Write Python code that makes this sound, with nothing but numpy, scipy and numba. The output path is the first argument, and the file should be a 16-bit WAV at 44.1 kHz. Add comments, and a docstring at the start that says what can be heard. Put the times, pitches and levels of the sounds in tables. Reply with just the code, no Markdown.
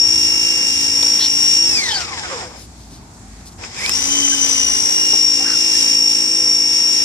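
"""An electric fillet knife whirs outdoors, an arm's length from a stereo microphone. A motor pinion of 11 teeth
drives a gear of 50 that strokes the blades; mesh tones and rattle noise ring the plastic handle.
It coasts to rest, then starts again, racing before it settles. Small knocks (noise bursts), scrapes (swelling
noise) and short gliding tones come mostly from the wet table, a few from the slowing or starting knife.
A distant engine drones as low tones over road rumble, and the outdoor hush is softly flickering noise."""
import sys
import numpy as np
from scipy import signal
from scipy.fft import rfft, irfft, next_fast_len
from scipy.io import wavfile
from scipy.ndimage import uniform_filter1d
from numba import njit

SR = 44100
rng = np.random.default_rng(int(sys.argv[2]) if len(sys.argv) > 2 else 0)


def write(x):
    x = np.atleast_2d(x).T
    wavfile.write(sys.argv[1], SR, np.round(np.clip(x, -1, 1) * 32767).astype(np.int16))


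N = 310464
TIME = np.arange(N) / SR  # seconds
STEP = 64  # samples between the values of slowly changing controls
PINION_TEETH, GEAR_TEETH = 11, 50
ON_S = 3.591  # the knife is switched on again


def knife():
    """All layers follow gear speed and blade load; uneven turns blur the tones and favour the low rattle."""
    # load on the blades, one list for each run: start_s, rattle_db, tooth_pressure_db (all tones),
    # mesh_tone_db, mesh_octave_db, left_minus_right_db; the levels are changes
    blade_load = [
        [(0, -2, 0.5, -2, 8.5, 0), (.17, -0.5, 3, -3, -0.5, -3.5), (.45, 0, 2, 2.5, -1.5, -2.5),
         (.85, -1.5, 3, -1, -3, -2), (1.08, 0.5, 0, -5.5, 6, -3.5), (1.3, -0.5, -0.5, -1.5, 4.5, -3),
         (1.6, -0.5, 0, 1.5, 5.5, -2), (1.74, -0.5, 3.5, -6, -0.5, -2), (1.79, 2, 2.5, 2, 7, -1.5),
         (1.89, 2, 2.5, 2, 3, -1.5), (2.02, 2.5, 1, -2, -6, -0.5), (2.07, -1, 1, -7, -7, 1),
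         (2.13, -1.5, 3, -2, -4, 2), (2.36, 7, -5.5, -3, 8, -3.5), (2.52, 0.5, 0.5, -3, -1, 1.5),
         (2.6, 9, -18.5, -6, -7, 4)],
        [(3.6, 8.5, -20, 0, 2, 0), (3.64, 10, -19, 0, 0, 1), (3.7, -8.5, -14, 0, 0, 0),
         (3.77, -2, -12, 4, -3, -1), (3.86, 1, -4.5, 12, -6, -2.5), (3.9, 0.5, -4, 2, 3, 1),
         (4.06, 2, -5, -2, 3.5, -1), (4.11, 0.5, -1.5, 3.5, 7.5, -0.5), (4.22, 1.5, 1, 6, 7.5, -0.5),
         (4.5, 1, 3.5, -5, 3, 0.5), (4.65, 0, 7.5, -1.5, -2.5, -0.5), (4.88, 1, 6, -12.5, -5, 0),
         (5.04, -0.5, 3.5, 1, -1.5, -1.5), (5.3, -1.5, -1.5, -2.5, 7, -0.5), (5.4, 0, 1, -0.5, -0.5, -1),
         (5.7, 0.5, 1, -1, -1.5, -1.5), (6.05, -2.5, 4, -1.5, 0.5, -1.5), (6.5, -2, 3, -5, 2.5, -1.5),
         (7.04, -0.5, 2, -2, 1, -1)],
    ]
    turn_hz, cruise_hz = speed()
    turns = np.cumsum(turn_hz) / SR
    s, *columns = np.transpose(blade_load[0] + blade_load[1])
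    load_db, pressure_db, mesh_db, octave_db, pan_db = (np.interp(TIME, s, c) for c in columns)
    share = turn_hz / cruise_hz

    # the blades die away, and catch again
    rest_s, stop_s, catch_s = 2.56, .2, .03
    moving = np.clip(np.maximum((rest_s - TIME) / stop_s, (TIME - ON_S) / catch_s) + 1, 0, 1)

    # off cruising speed, turns stop repeating: steady falls from 1
    unrest_s, unrest_limit_hz, least_steady = .12, 2.8, .12
    keep = np.exp(-1 / (unrest_s * SR))
    unrest_hz = signal.lfilter([1 - keep], [1, -keep], abs(turn_hz - cruise_hz))
    steady = least_steady + (1 - least_steady) / (1 + (unrest_hz / unrest_limit_hz) ** 3)

    rattle_db = -32 + load_db + 5 * np.log2(share)  # falls 5 dB as the speed halves
    # lows of the rattle gain toward standstill and when turns are uneven
    clatter_db = -.5 + 11.5 * np.clip(1 - share, 0, 0.6) + 3 * (1 - steady)

    # scatter of the gear angle in radians; more below cruising speed
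    driven_rad, slack_rad, slack_hz = .008, .009, 36
    slack = np.clip((cruise_hz - turn_hz) / slack_hz, 0, 1)
    scatter = (1 - steady) * (driven_rad + slack_rad * slack) * np.minimum(share, 1) ** .3

    tones = whine(turn_hz[::STEP], turns, steady[::STEP], scatter, mesh_db[::STEP], octave_db[::STEP])
    tones = tones * undb(pressure_db + 0.74 * (rattle_db + 29.0))
    noise = rattle(turns, steady, clatter_db, share) * undb(rattle_db)
    sound = coding_gap((tones + noise) * moving ** 3 + chatter(turns))
    return shake(turn_hz, turns) + sound * undb(np.array([pan_db, -pan_db]) / 2)


def speed():
    """Gear turns per second: friction, viscous and dry, slows it when off; switched on, it races and settles."""
    # speed at which the gear settles while switched on: start_s, turns_per_s
    settled_speed = [(0, 55.4), (.3, 55.29), (.9, 55.32), (1.2, 55.5), (1.5, 55.63), (1.65, 55.63),
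                     (1.735, 53.6), (2.6, 53.6), (3.6, 55.25), (5.05, 55.22), (5.4, 55.07), (5.8, 55.2),
                     (7.04, 55.3)]
    cruise_hz = np.interp(TIME, *np.transpose(settled_speed))

    off_s, coast_s, drag_hz, creep_hz = 1.735, .72, 19, 2
    sag_hz, sag_s = 3, .06  # quick first loss as the current dies
    idle = np.maximum(TIME - off_s, 0)
    coast = (cruise_hz - sag_hz + drag_hz) * np.exp(-idle / coast_s) - drag_hz
    coast = coast + sag_hz * np.exp(-idle / sag_s)

    spin_up_s, spin_up_bend = .2272, 1.593
    overshoot_hz, settle_s, settle_bend = 9.69, 1.039, 2.33
    since = np.maximum(TIME - ON_S, 0)
    race = cruise_hz + overshoot_hz * np.exp(-(since / settle_s) ** settle_bend)
    start = race * (1 - np.exp(-(since / spin_up_s) ** spin_up_bend))

    turn_hz = np.maximum(np.where(since > 0, start, coast), creep_hz)
    return uniform_filter1d(turn_hz, int(.05 * SR)), cruise_hz  # inertia evens out .05 s


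def whine(turn_hz, turns, steady, scatter, mesh_db, octave_db):
    """Tones of gear and motor glide through the handle's resonances; each wavers, differently at each port.
    When turns stop repeating, the side tones melt into a rough mesh tone."""
    # tones that repeat with each gear turn: multiple of the gear turn rate
    gear_multiples = [4, 5, 6, 7, 9, 13, 16, 17, 24, 30, 34, 40, 42, 46, 49, 50, 58, 85, 90, 91, 93, 94, 95,
                      96, 97, 98, 99, 100, 101, 102, 103, 104, 105, 106, 107, 108, 118, 130, 144, 150, 151,
                      200, 250]
    # their levels at cruising speed, before load and waver: level_db
    gear_db = [-51, -39, -39, -52, -47, -53, -47, -52, -53, -50, -48, -47, -52, -51, -49, -26, -48, -47,
               -40, -42, -44, -33, -41, -33, -30, -32, -24, -17, -27, -36, -34, -39, -36, -39, -37, -36,
               -47, -49, -49, -37, -50, -46, -58]
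    # tones that repeat with each motor turn: multiple of the motor turn rate
    motor_multiples = [1, 14, 20, 21, 23, 25, 28, 32, 36, 42, 56]
    # their levels at cruising speed, before load and waver: level_db
    motor_db = [-50, -49, -42, -35, -33, -46, -39, -50, -51, -52, -61]
    # as the knife turns, the mesh tone leans: start_s, left_minus_right_db
    mesh_pan = [(0, -3), (.4, 1), (.9, 1.5), (1.2, 5.5), (1.5, 7), (1.7, 2), (3.8, 2), (5.2, 2),
                (5.5, -3.5), (5.75, -3.5), (6.0, 0), (6.3, 2.5), (7.04, 1.5)]
    cruise_hz = 55.3  # gear turns per second

    multiples = np.r_[gear_multiples, np.array(motor_multiples) * GEAR_TEETH / PINION_TEETH]
    shared, drift = walk(5., count=len(multiples)), walk(11.0, count=len(multiples))
    own, slip = (walk(3., count=2 * len(multiples)).reshape(-1, 2, len(steady)) for _ in range(2))
    rough = scatter * band(rng.standard_normal(N), 92.0, 190.0)
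    # teeth lose contact now and then, more when turns are uneven
    breaks_db = -3.2 * (1.12 - steady) * np.maximum(walk(45, count=3), 0) ** 1.5
    # uneven turns chop the mesh tones into short bursts, mostly once a turn
    flutter_db = 2.8 * (1 - steady) * (np.minimum(walk(130, count=5), 1.3) - .3)
    throb_db = 5 * (1 - steady) * (np.cos(2 * np.pi * turns[::STEP]) - .3)
    lean_db = np.interp(TIME[::STEP], *np.transpose(mesh_pan)) * np.array([[.5], [-.5]])

    out = np.zeros((2, N))
    for k, (m, db) in enumerate(zip(multiples, np.r_[gear_db, motor_db])):
        is_mesh = m % GEAR_TEETH == 0
        order = int(m // GEAR_TEETH)
        # slow teeth knock one by one, so high overtones gain
        sharp = np.minimum(turn_hz / cruise_hz, 1) ** (-.45 * max(m / GEAR_TEETH - 2, 0))
        ring = sharp * (handle(m * turn_hz + 1) / handle(m * cruise_hz)) ** 0.63
        if not is_mesh:
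            ring = ring * steady ** 2
        tone_db = db + mesh_db * (m == GEAR_TEETH) + octave_db * (m == 2 * GEAR_TEETH)
        waver_db = (.5 if m == GEAR_TEETH else 1.4) * shared[k] + 1.2 * own[k]
        gain = np.sqrt(2) * ring * undb(tone_db + waver_db)
        if m == GEAR_TEETH:
            gain = gain * undb(lean_db - .8 * own[k])  # its ports waver less apart
        if is_mesh:
            loss_db = breaks_db[order % 3] / (1 + .3 * (m == 2 * GEAR_TEETH))
            gain = gain * undb(flutter_db[order - 1] + throb_db * (m > GEAR_TEETH) + loss_db)
        # neighbours of a mesh tone start in step, so the teeth press hardest once a turn
        start = rng.uniform(0, 2 * np.pi) * (abs((m + 25) % GEAR_TEETH - 25) > 1)
        phase = start + 0.28 * drift[k] + 0.34 * min(m / 100, 1) ** 2 * slip[k]
        out += sing(turns, m, rough, gain, phase, STEP)
    return out


@njit
def sing(turns, multiple, scatter, gain, phase, step):
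    """A tone locked to the turns; gain and phase of each port are given every step samples."""
    out = np.empty((2, len(turns)))
    for side in range(2):
        for i in range(len(turns)):
            k = min(i // step, gain.shape[1] - 2)
            part = i / step - k
            g = gain[side, k] + part * (gain[side, k + 1] - gain[side, k])
            p = phase[side, k] + part * (phase[side, k + 1] - phase[side, k])
            out[side, i] = g * np.sin(2 * np.pi * (multiple * turns[i] % 1) + p + multiple * scatter[i])
    return out


def rattle(turns, steady, clatter_db, share):
    """Blades and gear backlash: dense grit, beaten at the stroke ends, rings the handle; its lows vary alone."""
    beat = 1 + 0.078 * np.cos(2 * np.pi * turns) + 0.04 * np.cos(4 * np.pi * turns + 3.9)
    shared, left, right = rng.standard_normal((3, N)) * undb(2.55 * rng.exponential(size=(3, N))) * beat
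    # the gear's own wear returns with every turn
    wear = rng.standard_normal((2, 700))
    worn = np.array([w[(turns % 1 * len(w)).astype(int)] for w in wear]) * steady
    grit = unit(colour(shared + 1.86 * np.array([left, right]) + 1.78 * worn, handle))

    # off cruising speed the teeth hardly ring the brightest resonance
    bright_filter = signal.butter(1, [5350.0, 6200.0], "band", fs=SR, output="sos")
    bright = signal.sosfilt(bright_filter, grit)
    grit = grit - bright * np.clip(.75 * (1 - steady) + .8 * (1 - share), 0, .9)

    lows = colour(grit, lambda hz: 1 / (1 + (hz / 2430.0) ** 6))
    flicker = undb(1.26 * np.array([smooth(w) for w in walk(13.1, count=2)]))
    # slow grit is dull
    treble = colour(grit, lambda hz: 1 / (1 + (8500 / hz) ** 10))
    grit = grit - treble * np.clip(1.4 * (1 - share), 0, .85)
    return undb(12.0) * ((grit - lows) * flicker[0] + lows * flicker[1] * undb(clatter_db))


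def chatter(turns):
    """Coasting teeth touch every second time: a rough tone at half the mesh rate."""
    # the spell of chatter: start_s, end_s, level_db (of a sine with peak 1)
    chatter_spell = (1.853, 2.043, -31.5)
    start, end, db = chatter_spell
    uneven = 1 + 0.58 * band(rng.standard_normal(N), 44.0, 35.0)
    return undb(db) * swell(start, end, 0.49) * uneven * np.sin(np.pi * GEAR_TEETH * turns)


def shake(turn_hz, turns):
    """The racing rotor shakes the handle once a motor turn."""
    # the spell of shaking: start_s, end_s, level_db (before swell and resonance)
    shake_spell = (3.73, 4.95, -29)
    start, end, db = shake_spell
    motor_turns = turns * GEAR_TEETH / PINION_TEETH
    ring = smooth(handle(turn_hz[::STEP] * GEAR_TEETH / PINION_TEETH)) / handle(282.7)
    return np.sqrt(2) * undb(db) * swell(start, end, 0.87) * ring * np.sin(2 * np.pi * motor_turns)


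def handle(hz):
    """Gain of the plastic handle's resonances, summed in power; skirts fall steeply."""
    # resonances of handle and blades: centre_hz, width_hz, level_db (relative)
    resonances = [(281.9, 8.3, -15.5), (351, 43, -9.5), (478, 81, -10.5), (900, 435, -13.5),
                  (1570, 440, -20.5), (2224, 1000, -11.5), (3520, 990, -10), (5130, 410, -2),
                  (5610, 520, 4), (5713, 450, 3), (7120, 780, -4.5), (8320, 1440, -10.5), (1090, 80, -16),
                  (2320, 84, -20.5), (10650, 1330, -16.5), (13800, 320, -24)]
    return np.sqrt(sum(undb(2 * db) / (1 + (2 * (hz - f) / w) ** 2) ** 1.43 for f, w, db in resonances))


def coding_gap(x):
    """Lossy audio coding leaves a narrow gap near 12 kHz."""
    # the gap: centre_hz, width_hz, level_db
    gap = (12220, 540, -28)
    gap_hz, width_hz, db = gap
    return colour(x, lambda hz: undb(db * np.exp(-((hz - gap_hz) / width_hz) ** 4)))


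def small_sounds():
    """Knocks decay at once, scrapes swell unevenly, short tones glide and waver; most come from the table."""
    # start_s, level_db (relative), centre_hz, width_hz, decay_ms, left_minus_right_db
    knocks = [(1.027, -11, 5500, 5030, 7, 6), (1.03, -18, 980, 900, 4.9, 5),
              (2.918, -30.5, 220, 150, 25, -2), (3.115, -40, 7000, 3000, 2.5, 0),
              (3.194, -46, 8500, 5000, 2, -2), (3.457, -44, 10500, 4000, 2.5, -2),
              (3.487, -38, 7500, 3000, 2.5, 0), (3.283, -42, 7500, 2500, 2.5, 0),
              (3.638, -23, 2000, 1200, 6, 0), (3.862, -11, 4100, 1800, 1.8, 4),
              (3.862, -14, 7300, 2500, 1.5, 0), (3.894, -8, 1800, 1600, 2.2, -3),
              (3.894, -6, 7200, 3000, 2.2, -3), (3.894, -18, 10500, 4000, 1.5, -3),
              (3.894, -13, 4000, 1200, 1.8, 0), (4.279, -18, 2000, 2000, 4.9, 4),
              (4.488, -15, 6900, 5000, 7.5, 2), (5.133, -18.5, 640, 500, 10.4, 2)]
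    # swelling bands of noise; the one at 3.735 s is the knife as it starts up:
    # start_s, length_s, level_db (before the swell), centre_hz, width_hz, left_minus_right_db
    scrapes = [(1.185, .1, -21, 3950, 1300, -3), (1.2, .025, -35, 1950, 500, 0),
               (1.195, .03, -30, 3300, 500, 0), (1.15, .13, -42, 10000, 6000, 0),
               (2.55, .13, -43, 6500, 6000, 0), (2.75, .15, -49, 6000, 4500, 0),
               (2.04, .13, -38, 800, 120, 0), (3.36, .1, -53, 6000, 4000, 0),
               (3.5, .05, -48, 6000, 5000, 0), (1.8, .23, -26, 4900, 2200, 0),
               (2.0, .035, -30, 3200, 2500, 0), (3.735, .14, -33, 2330, 340, 0),
               (2.88, .12, -44, 6000, 4500, 0), (3.45, .055, -39, 6300, 4500, 0),
               (3.11, .08, -53, 6500, 4000, 0), (5.38, .21, -36, 1700, 1500, 0),
               (5.44, .11, -34, 1550, 450, 0), (5.45, .11, -33, 4600, 900, 0),
               (4.42, .1, -40, 1800, 2000, 0)]
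    # squeaks; those at 2.31 s and 2.42 s are falling gear-mesh tones of the coasting knife, through
    # a handle resonance: start_s, length_s, start_hz, end_hz, level_db (before the swell), left_minus_right_db
    glides = [(1.9, .058, 3080, 3170, -26, -7), (1.942, .037, 4680, 4580, -19, 0),
              (1.978, .018, 5500, 4800, -25, 0), (2.005, .022, 4700, 4500, -32, 0),
              (2.42, .07, 520, 490, -38, 0), (2.0, .03, 3500, 2000, -32, -4),
              (4.318, .028, 1550, 1600, -30, 0), (5.39, .05, 750, 800, -37, 0),
              (5.445, .045, 1400, 1750, -34, 0), (5.52, .04, 1600, 1350, -35, 0),
              (5.74, .04, 1750, 1800, -37, 0), (2.31, .065, 580, 440, -30, 0)]
    out = np.zeros((2, N))
    for s, db, hz, width_hz, ms, pan_db in knocks:
        t = np.arange(2000) / SR
        hit = rng.standard_normal(2000) + 6 * (t == 0)  # noise led by a click
        add(out, s, undb(db) / 2 * band(hit, hz, width_hz) * np.exp(-t * 1000 / ms), pan_db)
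    for s, length, db, hz, width_hz, pan_db in scrapes:
        n = int(length * SR)
        grit = rng.standard_normal(12000)[:n] * undb(2.2 * rng.exponential(size=12000)[:n])
        add(out, s, undb(db) * band(grit, hz, width_hz) * np.hanning(n) ** 0.55, pan_db)
    for s, length, start_hz, end_hz, db, pan_db in glides:
        n = int(length * SR)
        waver = 1 + .03 * unit(uniform_filter1d(rng.standard_normal(4000), 60))[:n]
        phase = 2 * np.pi * np.cumsum(np.linspace(start_hz, end_hz, n) * waver) / SR
        add(out, s, undb(db) * np.sqrt(2) * np.sin(phase) * np.hanning(n) ** 0.2, pan_db)
    return out


def drone():
    """Uneven low firings of a far engine, a wavering fundamental and its octave, over road rumble."""
    # distant engine: start_s, level_db (relative), firing_hz (before waver), rumble_db (relative)
    engine = [(0, -66, 55, -35.5), (1.2, -61, 55.2, -39.5), (2.0, -56, 54.4, -36.5), (2.5, -45, 54.2, -40),
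              (3.5, -42, 53.7, -38.5), (4.4, -46.5, 54, -41.5), (5.6, -56, 55.2, -43),
              (7.04, -68, 55, -44.5)]
    s, *columns = np.transpose(engine)
    db, hz, rumble_db = (np.interp(TIME, s, c) for c in columns)
    pitch, *waver = walk(8.3, count=3)
    phase = 2 * np.pi * np.cumsum(hz * (1 + 0.051 * smooth(pitch))) / SR
    firing = 0
    for multiple, tone_db, w in zip([1, 2], [1.5, -10], waver):
        firing = firing + undb(db + tone_db + 3.4 * smooth(w)) * np.sin(multiple * phase)
    mid, side = (band(rng.standard_normal(N), 82.0, 25.0)
                 + 0.96 * band(rng.standard_normal(N), 120.0, 110.0) for _ in range(2))
    rumble = undb(rumble_db - 7.0) * (mid + 0.16 * side * np.array([[1], [-1]]))
    return (firing + rumble) * undb([[.7], [-.7]])


def air():
    """Outdoor hush in octave bands that flicker alone; the bass is alike at both ports, the treble less so."""
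    # spectrum of the hush: pitch_hz, level_db (relative)
    hush_spectrum = [(88, -44), (150, -4.5), (229, 2.5), (556, -16.5), (757, -7), (1270, -16.5),
                     (2600, -22), (2860, -26.5), (4290, -20), (7350, -18.5), (13900, -40), (15000, -71)]
    mid, side = rng.standard_normal((2, N))
    hush = colour(mid, lambda hz: undb(on_log(hush_spectrum, hz)))
    apart = colour(side, lambda hz: undb(on_log(hush_spectrum, hz)) * np.clip(hz / 1340.0, .12, 1))
    pair = np.array([hush + apart, hush - apart]) / np.sqrt(np.mean(hush ** 2))
    out = 0
    for octave, flicker in zip(range(7, 15), walk(8., count=8)):  # centres 128 Hz to 16384 Hz
        part = colour(pair, lambda hz: np.cos(np.pi / 2 * np.clip(np.log2(hz) - octave, -1, 1)) ** 2)
        out = out + part * undb(1.5 * smooth(flicker))
    return out * undb(-44)


def undb(db):
    """Turn decibels into a factor."""
    return 10 ** (np.asarray(db) / 20)


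def unit(x):
    """Scale a sound to an rms of 1."""
    return x / np.sqrt(np.mean(x ** 2))


def walk(rate, count):
    """Rows of slow chance, one value every STEP samples, spread 1; a higher rate per second moves faster."""
    k = max(int(SR / STEP / rate), 2)
    rows = rng.standard_normal((count, -(-N // STEP) + 2 * k))
    rows = uniform_filter1d(uniform_filter1d(rows, k, axis=1), k, axis=1)[:, k:-k]
    return rows / rows.std(axis=1, keepdims=True)


def smooth(coarse):
    """Values every STEP samples joined by straight lines."""
    return np.interp(np.arange(N) / STEP, np.arange(len(coarse)), coarse)


def swell(start, end, power):
    """A rise and fall between two times in seconds."""
    return np.sin(np.pi * np.clip((TIME - start) / (end - start), 0, 1)) ** power


def colour(x, gain):
    """Weight the spectrum by a function of Hz."""
    size = next_fast_len(N + 4096)
    hz = np.arange(size // 2 + 1) * SR / size + 1  # 1 Hz up, to avoid zero
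    return irfft(rfft(x, size) * gain(hz), size)[..., :N]


def on_log(points, hz):
    """Read a curve of (Hz, value) points along a logarithmic pitch axis."""
    return np.interp(np.log(hz), np.log(np.transpose(points)[0]), np.transpose(points)[1])


def band(x, hz, width_hz):
    """Keep one band of a sound, at an rms of 1."""
    edges = [max(hz - width_hz / 2, hz / 4), min(hz + width_hz / 2, .45 * SR)]
    return unit(signal.sosfilt(signal.butter(2, edges, "band", fs=SR, output="sos"), x))


def add(out, s, x, pan_db):
    """Place a sound at s seconds, leaning left when pan_db is positive."""
    i = int(s * SR)
    out[:, i:i + len(x)] += x * undb([[pan_db / 2], [-pan_db / 2]])


def heard(x, lead):
    """Sound at the two ports: their level difference depends on pitch, and the left one leads."""
    # left-minus-right level by pitch; lossy coding thins the left's top: pitch_hz, left_minus_right_db
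    side_levels = [(100, 11), (400, 1), (1000, 0), (2400, -2.5), (5000, 6.5), (8000, 0), (12000, -6),
                   (15000, -14)]
    # lead of the left port, before scaling by lead: pitch_hz, lead_rad
    port_phase = [(0, 0), (280, .35), (900, 1), (1900, 1.6), (2760, 2.5), (4800, 4.4), (5530, 6.7),
                  (6550, 9.1), (8290, 14.8), (11050, 21), (15000, 27)]
    sides = np.array([[.5], [-.5]])

    def side_gain(hz):
        turn = lead * sides * np.interp(hz, *np.transpose(port_phase))
        return undb(sides * on_log(side_levels, hz)) * np.exp(1j * turn)
    return colour(x, side_gain)


def scene():
    """Knife on the left, small sounds more ahead (so a smaller lead at the left port), hush and far engine."""
    return heard(knife(), 0.98) + heard(small_sounds(), 0.27) + air() + drone()


def record(dry):
    """The microphone drops the deepest bass; the recorder rounds peaks and cuts the top."""
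    dry = signal.sosfilt(signal.butter(2, 40, "high", fs=SR, output="sos"), dry)
    dry = dry / (1 + dry ** 6) ** (1 / 6)
    return signal.sosfilt(signal.ellip(8, .2, 70, 14500, fs=SR, output="sos"), dry)


dry = scene()
out = record(dry)
write(out)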